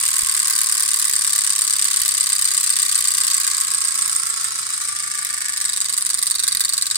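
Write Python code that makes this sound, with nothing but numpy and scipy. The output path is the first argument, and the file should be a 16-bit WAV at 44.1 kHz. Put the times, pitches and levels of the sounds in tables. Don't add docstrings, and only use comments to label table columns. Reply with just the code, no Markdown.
import sys
import numpy as np
from scipy import signal
from scipy.fft import rfft, irfft, next_fast_len
from scipy.io import wavfile
from scipy.ndimage import uniform_filter1d, minimum_filter1d

SR = 44100
rng = np.random.default_rng(int(sys.argv[2]) if len(sys.argv) > 2 else 0)


def wav_record(signal):
    frames = np.transpose(np.atleast_2d(signal))
    bounded = np.clip(frames, -1, 1)
    quanta = np.round(bounded * 32767).astype(np.int16)
    wavfile.write(sys.argv[1], SR, quanta)


N = 307366
TIME = np.arange(N) / SR
AGE = np.arange(SR // 25) / SR
TEETH_COUNT, WORN_TOOTH = 32, 9


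def from_db(db):
    return 10 ** (np.asarray(db) / 20)


def unit_rms(x):
    return x / np.sqrt(np.mean(x ** 2) + 1e-20)


def hold_level(x):
    return x / np.sqrt(uniform_filter1d(np.mean(x ** 2, axis=0), size=SR // 8) + 1e-9)


def curve_at(rows, times):
    knots, *columns = np.transpose(rows)
    return [np.interp(times, knots, column) for column in columns]


def butter(x, order, hz, kind):
    return signal.sosfilt(signal.butter(order, hz, kind, fs=SR, output="sos"), x)


def colour(x, points, keep_power=True):
    size = 2 * next_fast_len(x.shape[-1] // 2 + SR // 20)
    hz, db = np.transpose(points)
    bins_hz = np.arange(size // 2 + 1) * SR / size
    gain = from_db(np.interp(np.log(bins_hz + 1), np.log(hz), db))
    cepstrum = irfft(np.log(unit_rms(gain) if keep_power else gain))[:size // 2]
    cepstrum[1:] *= 2
    return irfft(rfft(x, size) * np.exp(rfft(cepstrum, size)))[..., :x.shape[-1]]


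def place(times, sounds):
    out = np.zeros((2, N + len(AGE)))
    for at, sound in zip(np.round(times * SR).astype(int), sounds):
        if 0 < at < N:
            out[:, at:at + len(AGE)] += sound
    return out[:, :N]


def resonate(x, modes, sign=1, lobe_s=0.97, order=1):
    out = 0
    for k, (hz, width_hz, db, passing_s, lobe_db) in enumerate(modes):
        radius = np.exp(-np.pi * abs(width_hz) / SR)
        section = [0.95, 0.014, -0.97, 1, -2 * radius * np.cos(2 * np.pi * hz / SR), radius ** 2]
        rung = signal.sosfilt([section] * order, x + 1e-18)
        lobe = np.exp(-.5 * ((TIME - passing_s) / lobe_s) ** 2)
        out = out + sign ** k * from_db(db + lobe_db * lobe) * unit_rms(rung)
    return unit_rms(out)


# (frequency [Hz], relative level [dB])
BACKGROUND_SPECTRUM = [(20, -4.5), (50, 2), (130, 3.5), (250, -3), (420, -5), (560, -9), (900, -11.5),
                       (3000, 5), (16000, -43)]
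def background(apart_hz=260):
    mid, side = rng.standard_normal((2, N))
    side = butter(side, 1, apart_hz, "high")
    return colour(mid + side * [[1], [-1]], BACKGROUND_SPECTRUM)


# (time [s], level [dB])
ROOM_TONE_LEVEL = [(0, -63.5), (2.5, -66), (3.6, -62), (4.4, -59.5), (4.9, -67), (7, -77)]
def room_tone(hz=415):
    tone = np.sin(2 * np.pi * hz * TIME - np.array([[1], [0]]))
    return from_db(curve_at(ROOM_TONE_LEVEL, TIME)[0]) * tone


# (frequency [Hz], width [Hz], relative level [dB], lobe passed at [s], lobe gain [dB])
WHEEL_MODES = [(158, 10, -9, 5.5, 8), (410, 60, -4, 4.3, 0), (716, 14, -2, 5.8, 6), (907, 45, 2, 4.2, 4)]
# (time [s], level [dB])
WHEEL_HUM_LEVEL = [(0, -55.5), (2, -57.5), (4.5, -59), (5.3, -60), (7, -67)]
def wheel_hum():
    ringing = resonate(rng.standard_normal((2, N)), WHEEL_MODES)
    return from_db(curve_at(WHEEL_HUM_LEVEL, TIME)[0]) * ringing


def drops(pawl, start_speed=38.8096, friction=1.18473, drag_per_s=.038878):
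    friction_speed = friction / drag_per_s
    speed = (start_speed + friction_speed) * np.exp(-drag_per_s * TIME) - friction_speed
    turned = np.cumsum(speed) / SR - .342
    sway = .0346 * (29.5 / speed) ** 2 * np.cos(2 * np.pi * (turned + .54) / TEETH_COUNT)
    lead = [.1261 + .004757 * speed, 0, .0012 * speed - .156][pawl]
    angle = turned - sway + lead
    passed = np.arange(int(angle[-1]) + 1)
    if pawl == 1:
        passed = passed[passed % TEETH_COUNT != WORN_TOOTH]
    tooth = passed % TEETH_COUNT
    worn_lag = .06 * (pawl == 2) * (tooth == WORN_TOOTH)
    return np.interp(passed + worn_lag, angle, TIME), tooth


# (click gain [dB], treble gain [dB])
TOOTH_CUT = [(-3, 0), (-0.3, -1), (0.3, 0.5), (1.8, 0)]
def drop_strength(pawl, tooth, swing_db=.13, hardest_tooth=23, wear_db=.34):
    swing = swing_db * np.cos(2 * np.pi * (tooth - hardest_tooth) / TEETH_COUNT)
    wear = wear_db * rng.standard_normal(TEETH_COUNT)[tooth]
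    feels_cut = [.55, 1, .1][pawl]
    click_db, treble_db = feels_cut * np.array(TOOTH_CUT)[tooth % len(TOOTH_CUT)].T
    return click_db + swing - wear, treble_db


def stereo_noise(count, alike):
    mid, side = np.moveaxis(rng.standard_normal((count, 2, 1, len(AGE))), 1, 0)
    return (np.sqrt(1 + alike) * mid + np.sqrt(1 - alike) * side * [[1], [-1]]) / np.sqrt(2)


def crack(tooth, rise_s, fall_s, body_db, body_s, cut_share=.55, low_hz=7500, high_hz=10000):
    by_cut = stereo_noise(len(TOOTH_CUT), alike=.45)[tooth % len(TOOTH_CUT)]
    by_tooth = stereo_noise(TEETH_COUNT, alike=.45)[tooth]
    signature = np.sqrt(cut_share) * by_cut + np.sqrt(1 - cut_share) * by_tooth
    repeats = .92 * np.exp(-AGE / .005)
    grain = np.sqrt(repeats) * signature + np.sqrt(1 - repeats) * stereo_noise(len(tooth), alike=.21)
    grain[:, 0] = np.roll(grain[:, 0], round(.00026 * SR), axis=-1)
    envelope = (1 - np.exp(-AGE / rise_s)) * (np.exp(-AGE / fall_s) + from_db(body_db) * np.exp(-AGE / body_s))
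    burst = grain * envelope
    band_power = np.mean(butter(burst, 2, [low_hz, high_hz], "band") ** 2, axis=2, keepdims=True)
    target_power = np.mean(envelope ** 2) * 2 * (high_hz - low_hz) / SR
    return burst * np.sqrt(target_power / band_power)


# (time [s], pitch [Hz])
SHELL_NOTE = [(0.0, 8500), (0.74, 9240), (1.34, 8600), (3.13, 8330), (3.28, 7950), (4.23, 8570),
              (4.29, 8260), (4.54, 9000), (5.16, 8160), (5.26, 9000), (5.3, 8340), (5.82, 8250),
              (6.02, 8820), (6.97, 8400)]
def shell_pitch(pawl, times, shifts_hz=(-100, -50, 550)):
    return curve_at(SHELL_NOTE, times)[0] + shifts_hz[pawl]


def shell_ring(sounds, hz, width_hz=1300, ring_db=-2):
    radius = np.exp(-np.pi * width_hz / SR)
    rung = [signal.lfilter([1, 0, -1], [1, -2 * radius * cosine, radius ** 2], sound)
            for sound, cosine in zip(sounds, np.cos(2 * np.pi * hz / SR))]
    return sounds + from_db(ring_db) * (1 - radius ** 2) / 2 * np.array(rung)


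def beam_treble(sounds, treble_db, edge_hz=10500, decay_s=.051, scatter_db=2.5):
    highpass = signal.butter(3, edge_hz, "high", fs=SR, output="sos")
    top = signal.sosfiltfilt(highpass, sounds, padtype=None)
    gain = from_db(treble_db + scatter_db * rng.standard_normal(len(sounds)))[:, None, None]
    return sounds + top * (gain * np.exp(-AGE / decay_s) - 1)


# (frequency [Hz], width [Hz], level re clicks [dB], lobe passed at [s], lobe gain [dB])
PAWL_MODES = [(6710, 100, -15, 5.3, -22), (9290, 120, -21.5, 3.9, -3), (9160, 400, -13.5, 4.1, 11)]
def pawl_ring(clicks, pawl):
    mode = PAWL_MODES[pawl]
    return clicks + from_db(mode[2]) * clicks.std() * resonate(clicks, [mode], lobe_s=.083)


# (time [s], click gain [dB], ping gain [dB])
HUB_LEVELS = [(0, -9, -25), (1.1, -8, -14), (3.1, -11, -18), (3.9, -18, -5.5), (4.55, -25, -18),
              (5.2, -19.5, -15), (5.9, -12, -7), (6.6, -7, -39), (7, -14, -21)]
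# (time [s], first [dB], second [dB], third [dB])
PAWL_CARRY = [(0, -3.5, -3.5, -1), (1.5, -3.5, 1, -3.5), (3, -1, -0.5, 1.5), (4.5, 4.5, 1, 11),
              (5.8, -2, 0, 1), (6.5, -10.5, -2, 0), (7, -2, 6.5, -7)]
# (time [s], gain [dB])
TREBLE_BEAM = [(0, -3.5), (1.5, -7), (3, -4), (3.8, -6), (4.5, -8), (5.3, -8), (5.9, -7), (6.4, -5),
               (7, -8)]
def pawl_clicks(pawl, level_db=-1.5, scatter_db=.7):
    times, tooth = drops(pawl)
    force_db, cut_treble_db = drop_strength(pawl, tooth)
    force_db = force_db + scatter_db * rng.standard_normal(len(times))
    click_db = level_db + curve_at(HUB_LEVELS, times)[0] + curve_at(PAWL_CARRY, times)[pawl] + force_db
    treble_db = curve_at(TREBLE_BEAM, times)[0] + [8.5, 7, 1.5][pawl] + cut_treble_db
    sounds = crack(tooth, rise_s=.00028, fall_s=.00088, body_db=-9.5, body_s=.0061)
    sounds = beam_treble(shell_ring(sounds, shell_pitch(pawl, times)), treble_db)
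    clicks = place(times, sounds * from_db(click_db)[:, None, None])
    late_s = rng.uniform(0, .0008, len(times))
    push_db = [-2, 2, -5.5][pawl] + .3 * force_db
    pushes = place(times + late_s, from_db(push_db)[:, None, None] * (AGE == 0))
    return pawl_ring(clicks, pawl), pushes


def ping(times, db, hz, swell_s, left_lag_s=.00025):
    age = np.maximum(AGE - np.array([[left_lag_s], [0]]) + left_lag_s / 2, 0)
    swell = (age / swell_s * np.exp(1 - age / swell_s)) ** 2
    return place(times, from_db(db)[:, None, None] * swell * np.sin(2 * np.pi * hz[:, None, None] * age))


# (swell [s], relative level [dB], pitch spread [Hz])
LIGHT_PINGS = [(.0006, -9, 600), (.0009, -5, 400), (.0006, -7, 650)]
def pawl_pings(pawl, scatter_db=1.2):
    swell_s, level_db, spread_hz = LIGHT_PINGS[pawl]
    times, tooth = drops(pawl)
    scatter, detune = rng.standard_normal((TEETH_COUNT, 2))[tooth].T
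    db = level_db + curve_at(HUB_LEVELS, times)[1] + drop_strength(pawl, tooth)[0] + scatter_db * scatter
    hz = shell_pitch(pawl, times) + spread_hz * detune
    light = np.abs(times[:, None] - np.array(SQUARE_HITS)[:, 0]).min(axis=1) >= .002
    return ping(times[light], db[light], hz[light], swell_s)


# (frequency [Hz], width [Hz], relative level [dB], lobe passed at [s], lobe gain [dB])
FRAME_MODES = [(1095, 60, 0.5, 5.0, -11), (1162, 55, 0, 5.0, 0.5), (1222, 55, -4, 5.3, 3),
               (1335, 60, -10, 4.35, 13.5), (1542, 70, -7, 0.4, 6), (1660, 130, -7, 3.6, 7),
               (1750, 120, -4, 5.5, 14), (2060, 110, -2.5, 4.8, -8), (2180, 110, -10, 5.4, 13),
               (2310, 130, -6, 6.2, -6)]
SPROCKET_MODES = [(3200, 450, -9, 6.3, -16), (4535, 50, 4.5, 5.9, 3), (4860, 45, 2, 2.3, 3),
                  (5297, 45, 0.5, 3.8, 3), (5420, 200, -12, 5.63, 21), (5500, 240, -10, 4.1, 17),
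                  (5852, 45, -5, 3.7, 3), (6477, 65, -5, 6.3, -5), (7450, 220, 0, 6.5, -5),
                  (7880, 220, 1, 3.7, 5), (8880, 130, 1, 4.2, 5)]
DISC_MODES = [(3775, 200, 1.5, 5.7, 7), (4060, 200, -2, 6.4, 3), (4510, 220, 3, 6.6, 7)]
# (time [s], frame level [dB], sprocket level [dB])
RINGING_LEVEL = [(0, -37, -33), (.5, -34.5, -27), (1.1, -37.5, -29), (3.1, -38.5, -29), (3.28, -36, -25.5),
                 (3.45, -35.5, -30), (3.8, -37, -30), (4.2, -36, -31.5), (4.7, -38, -35),
                 (5.35, -34.5, -35.5), (5.6, -36, -30.5), (5.9, -40.5, -32.5), (7, -42, -29.5)]
# (time [s], gain [dB])
DISC_OPENNESS = [(0, -7.5), (1.5, -2), (3.3, -2), (3.7, -6.5), (4.2, -27), (5.3, -20.5), (5.7, 0.5),
                 (6.1, -3), (6.4, 6.5), (7, 6)]
def ringing_parts(pushes, clicks, disc_db=-34, frame_room_db=-9, left_lag_s=.0008):
    frame_db, sprocket_db = curve_at(RINGING_LEVEL, TIME)
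    pushes, clicks = unit_rms(pushes), unit_rms(clicks)
    frame = resonate(pushes + .29 * clicks, FRAME_MODES, sign=-1, lobe_s=.33)
    frame = butter(frame, 6, 1000, "high")
    frame = from_db(frame_db) * hold_level(frame + from_db(frame_room_db) * workshop(frame))
    sprockets = from_db(sprocket_db) * hold_level(resonate(pushes + clicks, SPROCKET_MODES, lobe_s=.11))
    disc = resonate(pushes + .96 * clicks, DISC_MODES, sign=-1, order=2)
    disc = from_db(disc_db + curve_at(DISC_OPENNESS, TIME)[0]) * hold_level(disc)
    left, right = frame + sprockets + disc
    return np.array([np.interp(TIME - left_lag_s, TIME, left), right])


# (frequency [Hz], gain [dB])
ROOM_COLOUR = [(400, -4), (1100, 8.5), (2200, 3), (3000, 5.5), (4000, 7.5), (8500, -4), (11000, -5),
               (16000, -5)]
def workshop(x, t60_s=.21, build_s=.00083, spots=4):
    age, out = TIME[:SR // 3], 0
    envelope = from_db(-60 * age / t60_s) * (1 - np.exp(-(age / build_s) ** 2))
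    for spot in range(spots):
        tail = rng.standard_normal((2, len(age))) * envelope
        tail /= np.sqrt(np.sum(tail ** 2, axis=1, keepdims=True))
        away_s = (TIME - spot + spots / 2) % spots - spots / 2
        fade = np.cos(np.pi / 2 * np.minimum(abs(away_s), 1))
        out = out + signal.oaconvolve(x, tail, axes=1)[:, :N] * fade
    return colour(out, ROOM_COLOUR, keep_power=False)


# (time [s], relative peak [dB], pitch [Hz])
SQUARE_HITS = [(0.0864, -4.6, 8800), (0.1903, -4.2, 8700), (0.2949, -5.8, 8650), (0.3999, -6.8, 8290),
               (0.5065, -5.2, 8580), (0.6139, -5.1, 8800), (0.7226, -3.0, 8700), (0.8318, -3.6, 8600),
               (0.9413, -3.4, 8560), (1.0514, -2.6, 8530), (1.1626, -3.5, 8530), (1.2744, -4.1, 8370),
               (1.3884, -3.7, 8510), (1.5029, -3.0, 8540), (1.6185, -3.1, 8500), (1.7351, -3.8, 8490),
               (1.8518, -3.4, 8490), (1.9694, -2.6, 8450), (2.0884, -3.6, 8500), (2.208, -3.3, 8350),
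               (2.3297, -3.1, 8460), (2.4526, -3.0, 8590), (2.5768, -3.1, 8490), (2.7023, -3.1, 8510),
               (2.8278, -3.6, 8500), (2.9544, -3.3, 8520), (3.0819, -4.5, 8340), (3.211, -6.1, 8280),
               (3.3425, -5.0, 8170), (3.4756, -7.0, 8460), (3.6103, -6.6, 8530), (3.7462, -6.4, 8300),
               (4.02, -6.5, 8340), (4.1591, -9.6, 8160), (4.2996, -9.3, 8200), (4.4427, -7.7, 8310),
               (4.5882, -11.4, 8300), (4.7357, -10.7, 8250), (4.8849, -9.9, 8400), (5.6512, -6.4, 8120),
               (5.8035, -9.5, 8450), (5.8123, -10.5, 8040), (5.982, -7.5, 9600), (6.0235, -8.5, 9550),
               (6.0495, -11, 8900), (6.0655, -9, 9450), (6.1075, -10.5, 9400), (6.133, -11, 8800),
               (6.1426, -11.5, 8600), (6.191, -12, 9350), (6.2325, -11, 9400), (6.3005, -11.5, 8700),
               (6.3098, -9.5, 8510), (6.3155, -10, 8800), (6.4779, -9.4, 9140)]
def square_hits(level_db=.5):
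    times, peak_db, hz = np.transpose(SQUARE_HITS)
    return ping(times, peak_db + level_db, hz, swell_s=.0009)


# (time [s], relative crack level [dB], relative thump level [dB])
WORN_TOOTH_SNAPS = [(0.2313, -10, -42.5), (1.0953, 2, -53), (2.0162, 3, -50), (3.0058, -2, -52),
                    (4.0772, -1.5, -56), (5.248, 2, -59), (6.5487, 3, -48)]
def snaps(level_db=-2, treble_db=7, thump_db=11, thump_s=.0013):
    times, crack_db, low_db = np.transpose(WORN_TOOTH_SNAPS)
    cracks = crack(np.zeros(len(times), int), rise_s=.00064, fall_s=.00074, body_db=-36, body_s=.0017)
    cracks = beam_treble(cracks, treble_db) * from_db(crack_db + level_db)[:, None, None]
    pulse = AGE / thump_s * np.exp(1 - AGE / thump_s) * np.ones((2, 1))
    mic_thumps = from_db(low_db + thump_db)[:, None, None] * pulse
    return place(times + .00044, cracks), place(times, mic_thumps)


# (time [s], gain [dB])
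MIDDLE_BEAM = [(0, 3.5), (.9, -1), (1.6, 1.5), (3.3, 1.5), (4.1, -2.5), (5.3, -3.5), (5.9, -2), (6.5, -9),
               (7, 0)]
# (frequency [Hz], left minus right [dB])
SIDE_BALANCE = [(500, 11.5), (1140, -2), (1650, -10), (2400, -3.5), (3440, -11), (4970, 2), (7200, 2),
                (10400, 0.5), (15000, -4.5)]
def radiate(x, middle_hz=(2450, 3450), gap_hz=4280, gap_q=32):
    middle = butter(x, 1, middle_hz, "band")
    beamed = x + (from_db(curve_at(MIDDLE_BEAM, TIME)[0]) - 1) * middle
    notched = signal.lfilter(*signal.iirnotch(gap_hz, gap_q, fs=SR), beamed)
    return np.array([colour(channel, np.array(SIDE_BALANCE) * [1, share], keep_power=False)
                     for channel, share in zip(notched, (.5, -.5))])


# (frequency [Hz], relative level [dB])
CLICK_SPECTRUM = [(500, -38), (990, -27.5), (1110, -22), (2000, -11.5), (3000, -21), (4200, -12.5),
                  (5800, -7), (7000, -7), (7700, -0.5), (8500, 0), (9400, -3.5), (10500, -5.5),
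                  (11700, -16.5), (14200, -9.5), (16000, -23)]
# (time [s], lean to the left [dB, before centring and scaling])
HUB_BEARING = [(0.0, 3.5), (1.55, 3.5), (3.2, 5), (4.15, 0.5), (5.2, 4), (5.7, 1.5), (6.17, 0), (6.97, 3.5)]
def scene(background_db=-48.5, pan_scale=.56, close_room_db=-6, close_click_db=-8):
    snap, mic_thumps = snaps()
    clicks, pushes = np.sum([pawl_clicks(pawl) for pawl in range(3)], axis=0)
    clicks += snap
    hub = colour(clicks, CLICK_SPECTRUM) + square_hits() + sum(pawl_pings(pawl) for pawl in range(3))
    away_db = close_click_db - curve_at(HUB_LEVELS, TIME)[0]
    room = workshop(hub * from_db(close_room_db + .54 * away_db))
    lean = curve_at(HUB_BEARING, TIME)[0]
    direct = hub * from_db(pan_scale * (lean - lean.mean()) * [[1], [-1]])
    wheel = radiate(direct + room + ringing_parts(pushes, clicks))
    return wheel + mic_thumps + wheel_hum() + room_tone() + from_db(background_db) * background()


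def record(dry, cutoff_hz=15900):
    allowed = 1 / np.maximum(np.abs(dry).max(axis=0), 1)
    gain = uniform_filter1d(minimum_filter1d(allowed, size=129), size=129)
    return signal.sosfilt(signal.ellip(10, .1, 70, cutoff_hz, fs=SR, output="sos"), dry * gain)


dry = scene()
out = record(dry)
wav_record(out)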